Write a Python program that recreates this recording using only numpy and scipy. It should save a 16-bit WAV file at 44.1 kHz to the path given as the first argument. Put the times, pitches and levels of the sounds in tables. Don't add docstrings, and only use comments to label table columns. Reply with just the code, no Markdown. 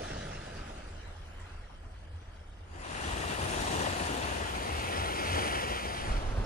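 import sys
import numpy as np
from scipy import signal
from scipy.fft import rfft, irfft
from scipy.io import wavfile
from scipy.ndimage import uniform_filter1d

SR = 44100
rng = np.random.default_rng(int(sys.argv[2]) if len(sys.argv) > 2 else 0)


def store_pcm(level_fs):
    pcm = np.round(np.clip(level_fs, -1, 1) * 32767).astype(np.int16)
    wavfile.write(sys.argv[1], SR, np.atleast_2d(pcm).T)


N = 284700
TIME = np.arange(N) / SR
HZ = np.maximum(np.arange(N // 2 + 1) * SR / N, 1)
LEFT_RIGHT = np.array([[1], [-1]])

# (frequency [Hz], relative density [dB], left over right [dB], coherence [0-1], left lead [ms])
SWASH_SPECTRUM = [(150, 2, 0, 1, 0.086), (260, -3, 0, 1, -0.16), (433, -4.5, -1, 0.7, -0.24),
                  (650, -2.5, -0.5, 0.86, -0.43), (1050, -10.5, 0, 1, -0.43), (1340, -10.5, -1, 1, -0.029),
                  (1670, -11.5, -0.2, 1, -0.026), (2300, -17.5, -2, 0.5, -0.022),
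                  (2900, -15.5, -1, 0.6, -0.071), (3860, -19, -2.5, 0, -0.05),
                  (5800, -20.5, -1.5, 0.14, -0.057), (8200, -27.5, -2.9, 0, -0.029),
                  (9700, -29.5, -2, 0.1, -0.071), (11600, -32, -1.4, 0.6, 0.045)]
BACKWASH_SPECTRUM = [(127, -0.5, 0.039, 1, -0.018), (264, -5, 0.0, 1, -0.055),
                     (446, -5.5, -0.59, 0.64, -0.015), (650, -3.5, 0.8, 0.33, 0.013),
                     (1010, -5, 0.88, 0.28, -0.61), (1360, -3.5, 0.04, 0.7, 0.028),
                     (1840, -6, -0.2, 0.56, -0.042), (2400, -10, -0.22, 0.31, 0.14),
                     (3100, -10.5, 0.83, 0.76, 0.096), (3700, -19.5, 0.2, 0.26, 0.165),
                     (5730, -25, 0.7, 0.086, -0.155), (8060, -29.5, -0.2, 0.57, 0.0092),
                     (9900, -32.5, 0.6, 0.2, 0.026), (11300, -29, 1.4, 0.08, 0.028)]
BREAKER_SPECTRUM = [(128, 0.2, 3.5, 0.86, 0.29), (254, -1.5, 2.5, 0.88, 0.31), (507, -2, 5, 0.87, 0.62),
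                    (724, -2.5, 7.5, 0.25, 0.33), (960, -1, 3, 0.99, 0.33), (1380, -3, 1.5, 0.59, 0.29),
                    (1770, -4, 8, 0.68, 0.38), (2220, -6.5, 2, 0.7, 0.26), (2870, -6.5, 2, 0.71, 0.41),
                    (4100, -14.5, -2, 0.089, 0.27), (5660, -19, 3, 0.13, 0.3), (7570, -18.5, 2, 0.3, 0.334),
                    (9380, -18, 1.5, 0.74, 0.24), (10100, -23.5, -1, 1, 0.217), (11200, -41, 0.0, 1, 0.162)]
WASH_SPECTRUM = [(128, -3.5, 1.5, 0.89, 0.84), (310, -7, 4, 0.86, 0.42), (480, -3, 2, 0.63, 0.74),
                 (690, -6, 6.5, 0.8, 0.45), (1056, 0, -2, 1, 0.41), (1350, 0.5, 8, 0.86, 0.43),
                 (1590, 1, 1, 0.94, 0.37), (2260, -0.5, -1, 0.75, 0.43), (3180, -3.5, 0, 0.95, 0.4),
                 (3780, -11, -1.5, 0.82, 0.45), (4550, -13.5, 0.5, 0.99, 0.39),
                 (6300, -19, -0.5, 0.33, 0.482), (7550, -21.5, 1, 0.17, 0.444),
                 (8160, -19.5, 0, 0.4, 0.424), (9530, -17.5, -0.5, 0.91, 0.334), (10500, -26, 2, 0.97, 0.3),
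                 (12100, -39, 0, 0.85, 0.18)]
FAR_SURF_SPECTRUM = [(130, -8, -1.0, 0.97, 0.11), (260, -5.5, 0.4, 0.76, 0.46), (450, -2, -0.2, 0.85, 0.21),
                     (684, -3.5, -0.5, 0.71, 0.094), (1020, -5.5, -0.5, 0.6, 0.29),
                     (1400, -8, 0.093, 1, 0.023), (1750, -13, 0.0, 0.64, 0.078),
                     (2270, -18.5, -0.4, 0.4, 0.013), (2980, -17, -0.2, 0.3, 0.093),
                     (4000, -22.5, 0.4, 0.3, -0.02), (5800, -26, -0.3, 0.29, -0.074),
                     (8200, -32.5, 0.4, 0.23, -0.024), (9700, -33, -0.9, 0.19, 0.066),
                     (11500, -33, 0.1, 0.97, -0.022)]
# (midpoint [s], duration [s])
STAGE_HANDOVERS = [(0.852, 0.8), (2.717, 0.23), (4.604, 0.81), (6.153, 0.4)]
# (crest time [s], rise [dB/s], fall [dB/s], roar [dB], wash [dB], fizz [dB])
BEACH_WAVES = [(0.07, 18, 13, -44, -48.4, -54.5), (0.57, 14, 29, -49.5, -54.5, -67),
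               (1.48, 53, 38, -65, -57.5, -69)]
ROCK_WAVES = [(3.12, 6.3, 2.1, -50.5, -47, -50), (3.77, 14.3, 14.5, -37, -46, -45),
              (4.25, 20, 45, -43, -50, -59.5), (4.96, 21.7, 32, -44, -44, -51),
              (5.36, 28, 16.4, -40, -40, -45.5), (5.99, 11.7, 22, -65, -53, -56.5)]
# (roar [dB], wash [dB], fizz [dB])
BEACH_BED = (-61.3, -65, -72.5)
ROCK_BED = (-44, -49, -59)
# (frequency [Hz], spread [dB])
HISS_PATCHES = [(500, 1.07), (1500, 1.0), (4000, 2.5), (9000, 3.5)]
# (time [s], level relative to the fizz [dB])
FOAM_SHARE = [(0.5, -10), (1.1, -21), (1.45, -16), (1.8, -9), (2.6, -3), (2.85, -40)]
# (time [s], level [dB], centre [Hz], length [s])
EDGE_SPLASHES = [(1.06, -62, 945, 0.014), (1.305, -54, 796, 0.012), (1.408, -63, 7300, .035),
                 (1.547, -54, 750, 0.018), (1.7, -54.5, 796, 0.016), (1.935, -67, 750, 0.019),
                 (2.287, -60, 1300, .03), (2.416, -57, 600, 0.018)]
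# (time [s], level [dB], half length [s], centre [Hz], width [Hz])
CREST_THUD = (0.23, -47.5, .095, 170, 130)
# (centre [Hz], width [Hz], relative level [dB])
BEACH_DRONE_BANDS = [(25, 12, 1), (42.6, 20, -1.5), (61.5, 17, -6), (78.2, 8.6, -3.5), (87.9, 9, 0)]
ROCK_DRONE_BANDS = [(49.4, 13, -6), (60.1, 6.1, 0.5), (72.7, 11, -.5), (87, 10.2, 1), (107, 55, -6)]
# (time [s], rise below 60 Hz [dB], rise above 60 Hz [dB])
DRONE_SWELLS = [(0.19, 1, 6), (0.35, -1, 7), (0.58, 4.5, 1), (0.89, 4, 1), (1.04, 6, 2), (1.16, 1, 3.5),
                (1.39, 2, 0), (1.59, 5, 1), (2.14, -6, 12), (2.28, 6.5, -1), (2.51, 8, -5), (2.76, 2, 2),
                (3.13, 9, 3.5), (3.43, -11, 4), (3.58, 8, -3), (3.82, 3, -3), (4.04, 2, 2), (4.32, -3.5, 2),
                (4.41, 3, 1), (4.63, 7, 0), (4.78, 4, 8), (5.03, -4, 7), (5.35, 3, 9.5), (5.68, 4, -1.5)]
# (time [s], level [dB])
GUST_LEVELS = [(5.94, -63), (6.03, -41), (6.12, -31), (6.25, -36), (6.4, -30.5), (6.45, -37)]
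# (frequency [Hz], relative density [dB])
GUST_SPECTRUM = [(8.8, -33), (15, 1), (27, 3.5), (43, 3), (65, -12), (97, -3), (140, -18.5), (250, -15.5),
                 (320, -35), (550, -120)]
# (time [s], peak [dB], period [s])
GUST_BUFFETS = [(6.113, -25, 0.031), (6.182, -31.5, 0.018), (6.284, -28, 0.037), (6.387, -21, 0.02)]
# (time [s], rise [dB], half length [s])
BREEZE_PUFF = (3.15, 10, .09)
# (start [s], level [dB], pitch [Hz])
PEEP_NOTE = (6.44, -50, 5470)

TO_ROCKS_S = (2.83, 2.846, 2.856)


def surf(levels_db):
    dull = np.sqrt(below(11020, order=24))
    stages = [water(SWASH_SPECTRUM, grain_db=-6.5, per_s=3500, size_db=2.5, cycles=16) * dull,
              water(BACKWASH_SPECTRUM, grain_db=-6.5, per_s=2500, size_db=3.5, cycles=26) * dull,
              water(BREAKER_SPECTRUM, grain_db=-5, per_s=6000, size_db=2.5, cycles=16.7),
              water(WASH_SPECTRUM, grain_db=-5.5, per_s=6000, size_db=2.5, cycles=15.7),
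              water(FAR_SURF_SPECTRUM, grain_db=-5.5, per_s=3000, size_db=-1, cycles=6.4) * dull]
    begun = [1] + [np.clip((TIME - s) / length + .5, 0, 1) for s, length in STAGE_HANDOVERS] + [0]
    low, not_high = below(964, order=4), below(3500, order=4)
    bands = [low, not_high - low, 1 - not_high]
    churn = drift(29)
    out = np.zeros((2, N))
    for band, level_db, churn_db in zip(bands, levels_db, [.55, .45, .45]):
        gain = from_db(level_db + churn_db * (1.05 * churn + drift(19)))
        for k, stage in enumerate(stages):
            sound = irfft(stage * band, N)
            share = np.clip(begun[k] - begun[k + 1], 0, 1)
            out += gain * np.sqrt(share) * sound / rms(sound.mean(axis=0))
    return out


def surf_levels():
    by_rocks = np.array([fade(s, length_s=.53) ** 2 for s in TO_ROCKS_S])
    close = 1 - fade(6.18, length_s=.37)
    beach = from_db(BEACH_BED)[:, None] ** 2 + wave_power(BEACH_WAVES)
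    rocks = from_db(ROCK_BED)[:, None] ** 2 + close * wave_power(ROCK_WAVES)
    return 10 * np.log10((1 - by_rocks) * beach + by_rocks * rocks)


def wave_power(waves):
    power = np.zeros((3, N))
    for crest_s, rise, fall, *levels_db in waves:
        shape_db = np.minimum(rise * (TIME - crest_s), fall * (crest_s - TIME))
        power += np.outer(from_db(levels_db), from_db(shape_db)) ** 2
    return power


def water(stage, grain_db, per_s, size_db, cycles):
    level_db, balance_db, coherence, lead_ms = in_frequency(stage)
    coherence = np.clip(coherence, 0, .98)
    rattle = from_db(grain_db) * grains(per_s, size_db, cycles)
    common, apart = rfft(rng.standard_normal((2, N)) + [rattle, np.roll(rattle, N // 2)])
    pair = np.sqrt(1 + coherence) * common + np.sqrt(1 - coherence) * apart * LEFT_RIGHT
    delay = np.exp(1j * np.pi * LEFT_RIGHT * HZ * lead_ms / 1000)
    colour = from_db(level_db) * np.sqrt(1 - below(70, order=4))
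    return pair * pan(balance_db) * delay * colour


def grains(per_s, size_db, cycles):
    out = np.zeros(N)
    pitches = np.geomspace(300, 11000, 22)
    for hz in pitches:
        share = np.sqrt(hz) / np.sqrt(pitches).sum()
        number = int(per_s * N / SR * share) + 1
        when, size, sign = rng.random((4000, 3))[:number].T
        strength = from_db(size_db * np.minimum(-np.log(1 - size), 4.5))
        clicks = np.zeros(N)
        clicks[(when * N).astype(int)] = strength * np.sign(sign - .5)
        decay = from_db(-60 * hz / (cycles * SR))
        angle = 2 * np.pi * hz / SR
        ring = signal.lfilter([1, 0, -1], [1, -2 * decay * np.cos(angle), decay ** 2], clicks + 1e-18)
        out += ring / rms(ring) * np.sqrt(hz)
    return out / rms(out)


def mottled(sound):
    hz, s, cells = signal.stft(sound, SR, nperseg=512)
    patches = rng.standard_normal(cells.shape[1:])
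    for _ in range(2):
        patches = uniform_filter1d(patches, size=3, axis=0)
        patches = uniform_filter1d(patches, size=9, axis=1)
    unevenness = np.where(s < np.mean(TO_ROCKS_S), 1, .41)
    depth_db = np.outer(np.interp(hz, *np.transpose(HISS_PATCHES)), unevenness)
    rms_gain = np.exp(np.log(from_db(depth_db)) ** 2)
    gain = from_db(depth_db * patches / rms(patches)) / rms_gain
    return signal.istft(cells * gain, SR)[1][:, :N]


def spray(fizz_db):
    band = (1 - below(10940, order=24)) * below(15400, order=6)
    mist = stereo_noise(band, side_db=-29)
    level_db = -63 + .7 * (fizz_db - fizz_db.max())
    sparkle_db = 1.5 * drift(150) + .7 * drift(12)
    near = fade(3.06, length_s=.67) * (1 - fade(6.0, length_s=.89))
    return near * from_db(level_db + sparkle_db) * mist


def trickle(wash_db):
    share_db = np.interp(TIME, [.5, 1.2, 2.6, 2.9], [-10.5, -8, -7, -19])
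    bursts = bubbles(per_s=750, low_hz=810, high_hz=9680, cycles=120, size_db=18, tilt_db=-22)
    return from_db(wash_db + share_db) * bursts


def foam(fizz_db):
    share_db, = in_time(FOAM_SHARE)
    bursts = bubbles(per_s=230, low_hz=3224, high_hz=9460, cycles=360, size_db=16, tilt_db=-7)
    return from_db(fizz_db + share_db) * bursts


def bubbles(per_s, low_hz, high_hz, cycles, size_db, tilt_db, rise=.017):
    out = np.zeros((2, N + SR))
    for when, pitch, size, side in rng.random((6000, 4))[:int(per_s * N / SR)]:
        hz = low_hz * (high_hz / low_hz) ** pitch
        turns = np.arange(int(cycles / hz * SR)) * hz / SR
        age = turns / cycles
        envelope = from_db(-60 * age) * (1 - np.exp(-turns))
        ring = envelope * np.sin(2 * np.pi * turns * (1 + rise * age))
        gain = from_db(size_db * size ** 3 + tilt_db * pitch) * np.sqrt([[side], [1 - side]])
        start = int(when * N)
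        out[:, start:start + len(ring)] += gain * ring
    return out[:, :N] / rms(out[:, :N])


def splashes():
    patter = filtered(grains(per_s=5900, size_db=3, cycles=23), below(9500, order=8))
    droplets = np.array([patter, np.roll(patter, N // 2)])
    out = np.zeros((2, N))
    for s, level_db, hz, length in EDGE_SPLASHES:
        span = (TIME > s - length / 2) & (TIME < s + 4 * length)
        band = signal.butter(2, [hz / 1.45, hz * 1.45], "band", fs=SR, output="sos")
        spurt = signal.sosfilt(band, droplets[:, span])
        age = (TIME[span] - s) / length * 2 + 1
        out[:, span] += from_db(level_db) * age * np.exp(1 - age) * spurt / rms(spurt)
    return out


def thud():
    s, level_db, length, hz, width_hz = CREST_THUD
    return from_db(level_db) * hump(s, length) * noise_band(hz, width_hz)


def drone(beach_db=-45, rocks_db=-42, sag_db_per_s=1.5, swell_s=.079, lull_depth=.65):
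    swell_db = np.zeros((2, N))
    for s, *rise_db in DRONE_SWELLS:
        away = ((TIME - s) / swell_s) ** 2
        swell = (1 - 2 * lull_depth * away) * np.exp(-away / 1.1)
        swell_db += np.outer(rise_db, swell)
    by_rocks = fade(2.96, length_s=.54)
    beach = from_db(beach_db - sag_db_per_s * TIME) * throb(BEACH_DRONE_BANDS, evenness=.75) * pan(-.4)
    rocks = from_db(rocks_db) * throb(ROCK_DRONE_BANDS, evenness=.79) * pan(1.6)
    sound = np.sqrt(1 - by_rocks) * beach + np.sqrt(by_rocks) * rocks
    deep = filtered(sound, below(60, order=6))
    return from_db(swell_db[0]) * deep + from_db(swell_db[1]) * (sound - deep)


def throb(resonances, evenness):
    sound = sum(from_db(db) * noise_band(hz, width) for hz, width, db in resonances)
    power = uniform_filter1d(sound ** 2, size=SR // 6) + 1e-9
    sound = sound / power ** (evenness / 2)
    return sound / rms(sound)


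def gust():
    level_db, = in_time(GUST_LEVELS)
    colour_db, = in_frequency(GUST_SPECTRUM)
    common, apart = filtered(rng.standard_normal((2, N)), from_db(colour_db) * below(410, order=2))
    strength = np.sqrt(uniform_filter1d(common ** 2, size=SR // 8) + 1e-12)
    eddies = (common + from_db(-20) * apart * LEFT_RIGHT) / strength
    return fade(5.98, length_s=.1) * from_db(level_db) * eddies * pan(-2.4)


def buffets():
    out = np.zeros(N)
    for s, peak_db, period in GUST_BUFFETS:
        swing = 2 * np.pi * (TIME - s) / period
        out += from_db(peak_db) * swing * np.exp((1 - swing ** 2) / 2)
    return out * pan(-2.4)


def breeze(level_db=-53, flutter_db=2.5):
    eddies = stereo_noise(np.sqrt(below(65, order=2)), side_db=-12.5)
    s, rise_db, length = BREEZE_PUFF
    puff_db = rise_db * hump(s, length)
    shelter_db = -6 * fade(2.94, length_s=.5)
    return from_db(level_db + flutter_db * drift(14) + shelter_db + puff_db) * eddies


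def peep(attack_s=.0056):
    s, level_db, hz = PEEP_NOTE
    return from_db(level_db) * np.clip((TIME - s) / attack_s, 0, 1) * np.sin(2 * np.pi * hz * TIME)


def stereo_noise(band, side_db):
    common, apart = filtered(rng.standard_normal((2, N)), band)
    return (common + from_db(side_db) * apart * LEFT_RIGHT) / rms(common)


def noise_band(hz, width_hz):
    band = filtered(rng.standard_normal(N), 1 / (1 + (2 * (HZ - hz) / width_hz) ** 4))
    return band / rms(band)


def drift(rate):
    slow = filtered(rng.standard_normal(N), below(rate, order=1))
    return slow / rms(slow)


def filtered(sound, gain):
    return irfft(rfft(sound) * gain, N)


def below(edge_hz, order):
    return 1 / (1 + (HZ / edge_hz) ** (2 * order))


def fade(middle_s, length_s):
    return .5 + .5 * np.sin(np.pi * np.clip((TIME - middle_s) / length_s, -.5, .5))


def hump(middle_s, half_s):
    return np.exp(-((TIME - middle_s) / half_s) ** 2 / 2)


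def pan(left_over_right_db):
    return from_db(LEFT_RIGHT * left_over_right_db / 2)


def in_time(rows):
    s, *columns = np.transpose(rows)
    return [np.interp(TIME, s, c) for c in columns]


def in_frequency(rows):
    hz, *columns = np.transpose(rows)
    return [np.interp(np.log(HZ), np.log(hz), c) for c in columns]


def from_db(db):
    return 10 ** (np.asarray(db) / 20)


def rms(x):
    return np.sqrt(np.mean(x ** 2) + 1e-20)


def scene():
    roar_db, wash_db, fizz_db = surf_levels()
    waves = mottled(surf([roar_db, wash_db, fizz_db]))
    sea = waves + spray(fizz_db) + trickle(wash_db) + foam(fizz_db) + splashes() + thud()
    return sea + drone() + breeze() + gust() + buffets() + peep()


def record(dry):
    low_cut = np.sqrt(1 - below(16, order=3))
    high_cut = np.clip((15700 - HZ) / 100, 0, 1)
    return filtered(dry, low_cut * high_cut)


dry = scene()
out = record(dry)
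store_pcm(out)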